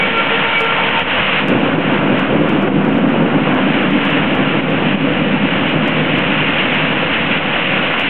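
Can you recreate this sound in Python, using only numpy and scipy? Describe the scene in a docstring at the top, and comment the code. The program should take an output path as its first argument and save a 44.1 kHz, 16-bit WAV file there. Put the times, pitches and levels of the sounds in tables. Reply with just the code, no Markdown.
"""A downpour on a city street, heard from an upper window: countless drop impacts merge into filtered-noise hiss.
Passing cars throw up spray over a drone and rumble; a horn, a sum of harmonics, sounds down the block.
Thunder, clumped shocks shaped into roll and crackle, breaks at 1.4 s and echoes between the buildings.
The camera's gain control then pushes the hiss back and a limiter holds the peaks of its narrow band.
Faint ticks, filtered impulses, sound above that band."""
import sys
import numpy as np
from scipy.fft import rfft, irfft, next_fast_len
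from scipy.io import wavfile
from scipy.ndimage import uniform_filter1d, minimum_filter1d, map_coordinates

SR = 44100
rng = np.random.default_rng(int(sys.argv[2]) if len(sys.argv) > 2 else 0)


def output_pcm(signal):
    """Save a mono or channel-first signal as 16-bit PCM at the path in sys.argv[1].

    Samples are clipped to [-1, 1] before scaling.
    """
    pcm = np.clip(np.atleast_2d(signal).T, -1, 1) * 32767
    wavfile.write(sys.argv[1], SR, np.round(pcm).astype(np.int16))


N = 356769


def amp(db):
    """Level in decibels to amplitude ratio: 20 dB is a factor of ten."""
    return 10 ** (np.asarray(db) / 20)


def unit(x):
    """Normalise the mean square, and so the rms, to 1."""
    return x / np.sqrt(np.mean(x ** 2) + 1e-20)


def curve(rows):
    """Linear interpolation of (t/s, value) points to one value per sample."""
    return np.interp(np.arange(N) / SR, *np.transpose(rows))


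def wobble(rate):
    """Slow random fluctuation: a smooth spline through Gaussian knots, rate of them per second."""
    knots = rng.standard_normal(int(N * rate / SR) + 4)
    return map_coordinates(knots, [np.arange(N) * rate / SR])


def filtered(x, response):
    """Linear filtering: the spectrum of x times a zero-phase response of frequency."""
    size = next_fast_len(N + SR // 2)
    f = np.fft.rfftfreq(size, 1 / SR)
    return irfft(rfft(x, size) * response(f), size)[:N]


def coloured(x, spectrum):
    """Spectral shaping by (f/Hz, gain/dB) points on a logarithmic frequency axis, at rms 1."""
    f, db = np.transpose(spectrum)
    return unit(filtered(x, lambda hz: amp(np.interp(np.log(hz + 1), np.log(f), db))))


def impacts(per_second, spread_db):
    """Shot noise: randomly timed impulses of either sign and log-normal size, at rms 1."""
    hit = rng.random(N) < per_second / SR
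    sign = np.sign(rng.standard_normal(N))
    size = amp(spread_db * rng.standard_normal(N))
    return unit(hit * sign * size)


def rain():
    """Superposition: countless far drops merge into Gaussian hiss, while nearer ones patter on top."""
    # colour of the hiss: f/Hz, relative density/dB
    hiss_colour = [(300, -34.5), (900, -12), (1800, -2), (2300, -0.5), (2850, 1), (3200, -5.5),
                   (3600, -14.5), (4000, -24.5), (4300, -39.5), (4600, -68.5)]
    # slow swelling of the downpour with the gusts: t/s, level/dB
    gusts = [(0, -18), (1.35, -16), (1.7, -19), (3, -19.5), (4.05, -17), (4.7, -20), (5.8, -20),
             (6.6, -17.5), (7.3, -18), (8.09, -17)]
    patter = amp(-7.5) * impacts(per_second=900, spread_db=2)
    drops = rng.standard_normal(N) + patter
    return amp(curve(gusts) + 1.1 * wobble(22)) * coloured(drops, hiss_colour)


def traffic():
    """Inverse-square spreading: spray grows as each car nears, over the street's drone and rumble."""
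    # cars passing through standing water: t/s when nearest, wash level/dB
    cars = [(0.701, -21.5), (2.1, -18), (3.3, -16.5), (4.101, -22.5), (5.499, -30), (6.5, -24),
            (7.799, -23.5)]
    # colour of the thrown water: f/Hz, relative density/dB
    wash_colour = [(150, -25), (400, -11.5), (520, 0.5), (750, 1), (1000, 1), (1250, 1), (1420, 1.5),
                   (1900, -6), (2600, -8), (4000, -50.5)]
    # colour of the distant traffic: f/Hz, relative density/dB
    drone_colour = [(60, -35.5), (120, -9), (190, 0.5), (290, -3), (390, -5), (520, 0), (900, -18),
                    (2500, -48.5)]
    # colour of engines and road rumble: f/Hz, relative density/dB
    rumble_colour = [(20, -28), (40, -19), (60, -6.5), (82, 4), (105, 3), (135, 0), (220, -39.5)]
    # strength of engines and road rumble: t/s, level/dB
    rumble_level = [(0.6, -44), (1.1, -35.5), (1.6, -37.5), (2.1, -30), (2.7, -31), (3.5, -41), (4.35, -35),
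                    (4.7, -41.5), (5.4, -37), (6.0, -41), (6.4, -35), (6.8, -44), (7.45, -36), (7.9, -42)]
    pass_s = 0.62  # time from the nearest point to half power
    drone_db = -23

    t = np.arange(N) / SR
    power = sum(amp(db) ** 2 / (1 + ((t - nearest) / pass_s) ** 2) for nearest, db in cars)
    splashes = coloured(impacts(per_second=6000, spread_db=3.5), wash_colour)
    spray = np.sqrt(power) * amp(0.87 * wobble(14)) * splashes
    drone = amp(drone_db + 0.98 * wobble(5)) * coloured(rng.standard_normal(N), drone_colour)
    rumble_gain = amp(curve(rumble_level) + 1.8 * wobble(11))
    rumble = rumble_gain * coloured(rng.standard_normal(N), rumble_colour)
    return spray + drone + rumble


def horn():
    """Harmonic series under interference: echoes off moving cars make each partial swell on its own."""
    # partials: multiple of the fundamental, relative level/dB
    partials = [(1, -29.5), (2, -28), (3, -28), (4, -34), (5, -28), (6, -35.5), (7, -32.5)]
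    # strong echoes that reinforce one partial: t/s, multiple of the fundamental, lift/dB
    swells = [(.03, 5, 14.5), (.18, 5, 8), (.19, 3, 8), (.33, 1, 11.5), (.58, 5, 13.5), (.62, 3, 10),
              (.63, 1, 13.5), (.7, 3, 10), (.8, 2, 5), (.98, 2, 10), (1.33, 1, 15.5)]
    fundamental_hz, level_db = 456.3, -0.5
    hold_s, fade_db_per_s, end_s = 0.75, 14, 1.55
    swell_s = 0.036  # from the crest of a swell to 1/e of its lift

    t = np.arange(N) / SR
    fade = amp(level_db - fade_db_per_s * np.maximum(t - hold_s, 0))
    release = np.clip((end_s - t) / 0.1, 0, 1)
    pitch_hz = fundamental_hz * (1 + 0.0012 * wobble(15))
    phase = 2 * np.pi * np.cumsum(pitch_hz) / SR
    tone = np.zeros(N)
    for k, db in partials:
        swell_db = sum(lift * np.exp(-((t - s) / swell_s) ** 2) for s, multiple, lift in swells if multiple == k)
        gain = amp(db + swell_db + 2.2 * wobble(19.4))
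        tone += gain * np.sqrt(2) * np.sin(k * phase + 0.5 * wobble(22))
    return fade * release * tone


def ticks():
    """Broadband impulses: needle-short ticks, each with a weaker straggler, reach above the narrow band."""
    # sharpest ticks: t/s, relative peak level/dB
    tick_times = [(0.0338, -37), (0.176, -34), (0.5891, -32), (0.607, -23.5), (0.6455, -33),
                  (0.8977, -39.5), (0.9943, -30.5), (1.4845, -25.5), (1.5977, -41.5), (2.0956, -43.5),
                  (2.1949, -30.5), (2.494, -31), (2.5267, -41.5), (2.625, -35.5), (2.8499, -38.5),
                  (2.8894, -41), (2.9439, -40.5), (2.9815, -40), (3.0934, -39), (3.5471, -36.5),
                  (3.8148, -40.5), (3.91, -36.5), (4.0525, -32), (4.1045, -34), (4.3522, -34.5),
                  (4.7044, -38.5), (5.693, -38.5), (5.879, -29.5), (6.1863, -33), (6.7456, -35.5),
                  (7.9971, -27.5)]
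    # colour of the ticks: f/Hz, relative density/dB
    tick_colour = [(3500, -25), (4500, 4), (5500, 0), (7000, -2.5), (10000, -6.5), (15000, -16.5)]
    level_db = 3.5  # largest coloured peak relative to the largest impulse

    spikes = np.zeros(N)
    for (s, db), (lag, weakness) in zip(tick_times, rng.random((len(tick_times), 2))):
        spikes[round(s * SR)] += amp(db)
        # the straggler: 2 to 17 ms later, 5 to 25 dB weaker, of opposite sign
        spikes[round((s + 0.002 + 0.015 * lag) * SR)] -= amp(db - 5 - 20 * weakness)
    clicks = coloured(spikes, tick_colour)
    return amp(level_db) * clicks * spikes.max() / np.abs(clicks).max()


def peal(age):
    """Reverberant decay: the power of one peal rises quickly, falls, and leaves a long echo."""
    rise_s, fall_db_per_s = 0.14, 12
    echo_db, echo_fall_db_per_s = -9, 3  # the peal rolls on between the buildings
    rise = np.clip(age / rise_s, 0, 1)
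    after = np.maximum(age - rise_s, 0)
    direct = amp(-fall_db_per_s * after) ** 2
    echo = amp(echo_db - echo_fall_db_per_s * after) ** 2
    return rise ** 2 * (direct + echo)


def thunder():
    """Propagation delay: shocks from along the lightning channel arrive in clumps, as roll and crackle."""
    # peals: t/s at onset, level/dB
    peals = [(1.39, -9.5), (1.95, -15), (2.22, -8), (2.56, -7.5), (2.92, -10), (4.48, -17), (5.6, -21)]
    # colour of the near roll: f/Hz, relative density/dB
    near_colour = [(40, -44.5), (80, -25), (110, -17), (150, -5.5), (280, -1), (330, -4.5), (410, -7),
                   (600, -28), (1500, -65)]
    # colour of the roll from further away: f/Hz, relative density/dB
    far_colour = [(40, -44.5), (80, -22.5), (110, -14), (150, -1), (210, -0.5), (280, -1), (340, -6),
                  (410, -9.5), (600, -27.5), (1500, -55.5)]
    # colour of the dull crackle: f/Hz, relative density/dB
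    crackle_colour = [(200, -37.5), (400, -7.5), (480, 1), (560, -1.5), (680, -5.5), (900, -11),
                      (1400, -14.5), (3000, -46.5), (4200, -68.5)]
    crackle_db = -6  # relative to the roll

    t = np.arange(N) / SR
    strength = np.sqrt(sum(amp(db) ** 2 * peal(t - s) for s, db in peals))
    # later shocks have come further and are duller
    far = np.clip((t - 2.6) / 3, 0, 1)
    shocks = impacts(per_second=900, spread_db=3)
    near_and_far = (1 - far) * coloured(shocks, near_colour) + far * coloured(shocks, far_colour)
    clumps = wobble(30)
    roll = amp(1.7 * clumps) * near_and_far
    snaps = coloured(impacts(per_second=1200, spread_db=2.5), crackle_colour)
    crackle = amp(crackle_db + 1.9 * clumps) * snaps
    return strength * (roll + crackle)


def recess(x):
    """Resonance: standing waves in the window recess lift some bands and hollow others."""
    # resonances: f/Hz, full width at half lift/Hz, lift/dB
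    modes = [(158.8, 15, 5), (179.4, 12, -6.5), (194.6, 17, 6), (235, 15, 5), (232, 14, -6),
             (265.2, 19, 3.5), (292.4, 15, 2.5), (414, 22, -6.5), (1250, 46, -4.5), (1690, 26, 1.5)]

    def response(hz):
        """Resonance curves of all modes, their lifts added in decibels."""
        return amp(sum(db / (1 + (2 * (hz - centre) / width) ** 2) for centre, width, db in modes))

    return filtered(x, response)


def scene():
    """Superposition of the street's sources, coloured by the window recess."""
    street = rain() + traffic() + horn() + thunder()
    return recess(street)[None]


def gain_control(x):
    """Level compression: the camera turns itself down when loud, so thunder pushes the rain back."""
    knee_db, window_s = -14.5, 0.16
    slope = 0.76  # dB taken off per dB over the knee
    power = np.abs(uniform_filter1d(x ** 2, round(window_s * SR)))
    over_db = np.maximum(10 * np.log10(power + 1e-12) - knee_db, 0)
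    return x * amp(-slope * over_db)


def dips():
    """Amplitude modulation: the gain drops quickly at each dip and recovers exponentially."""
    # brief dips in level: t/s at onset, depth/dB
    drops = [(1.02, 7), (1.75, 4.5), (2.68, 6), (4.6, 5.5), (4.948, 5.5), (7.378, 4)]
    fall_s, recover_s = 0.02, 0.035
    t = np.arange(N) / SR
    loss_db = np.zeros(N)
    for s, depth_db in drops:
        fall = np.clip((t - s) / fall_s, 0, 1)
        recovery = np.exp(-np.maximum(t - s - fall_s, 0) / recover_s)
        loss_db += depth_db * fall * recovery
    return amp(-loss_db)


def limiter(x, ceiling, size):
    """Peak limiting: the gain drops smoothly around each peak above the ceiling, over size samples."""
    needed = np.minimum(1, ceiling / (np.abs(x) + 1e-9))
    return x * uniform_filter1d(minimum_filter1d(needed, size), size)


def record(dry):
    """Dynamic control and band limiting, then faint ticks and a constant offset from zero."""
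    band_hz, top_hz = 4450, 15800
    offset = 0.0317
    held = limiter(gain_control(dry[0]) * dips(), ceiling=0.71, size=200)
    # a cutoff 200 Hz wide, centred on the band edge
    narrow = filtered(held, lambda hz: np.clip((band_hz + 100 - hz) / 200, 0, 1))
    return filtered(narrow + ticks(), lambda hz: hz < top_hz)[None] + offset


dry = scene()
out = record(dry)
output_pcm(out)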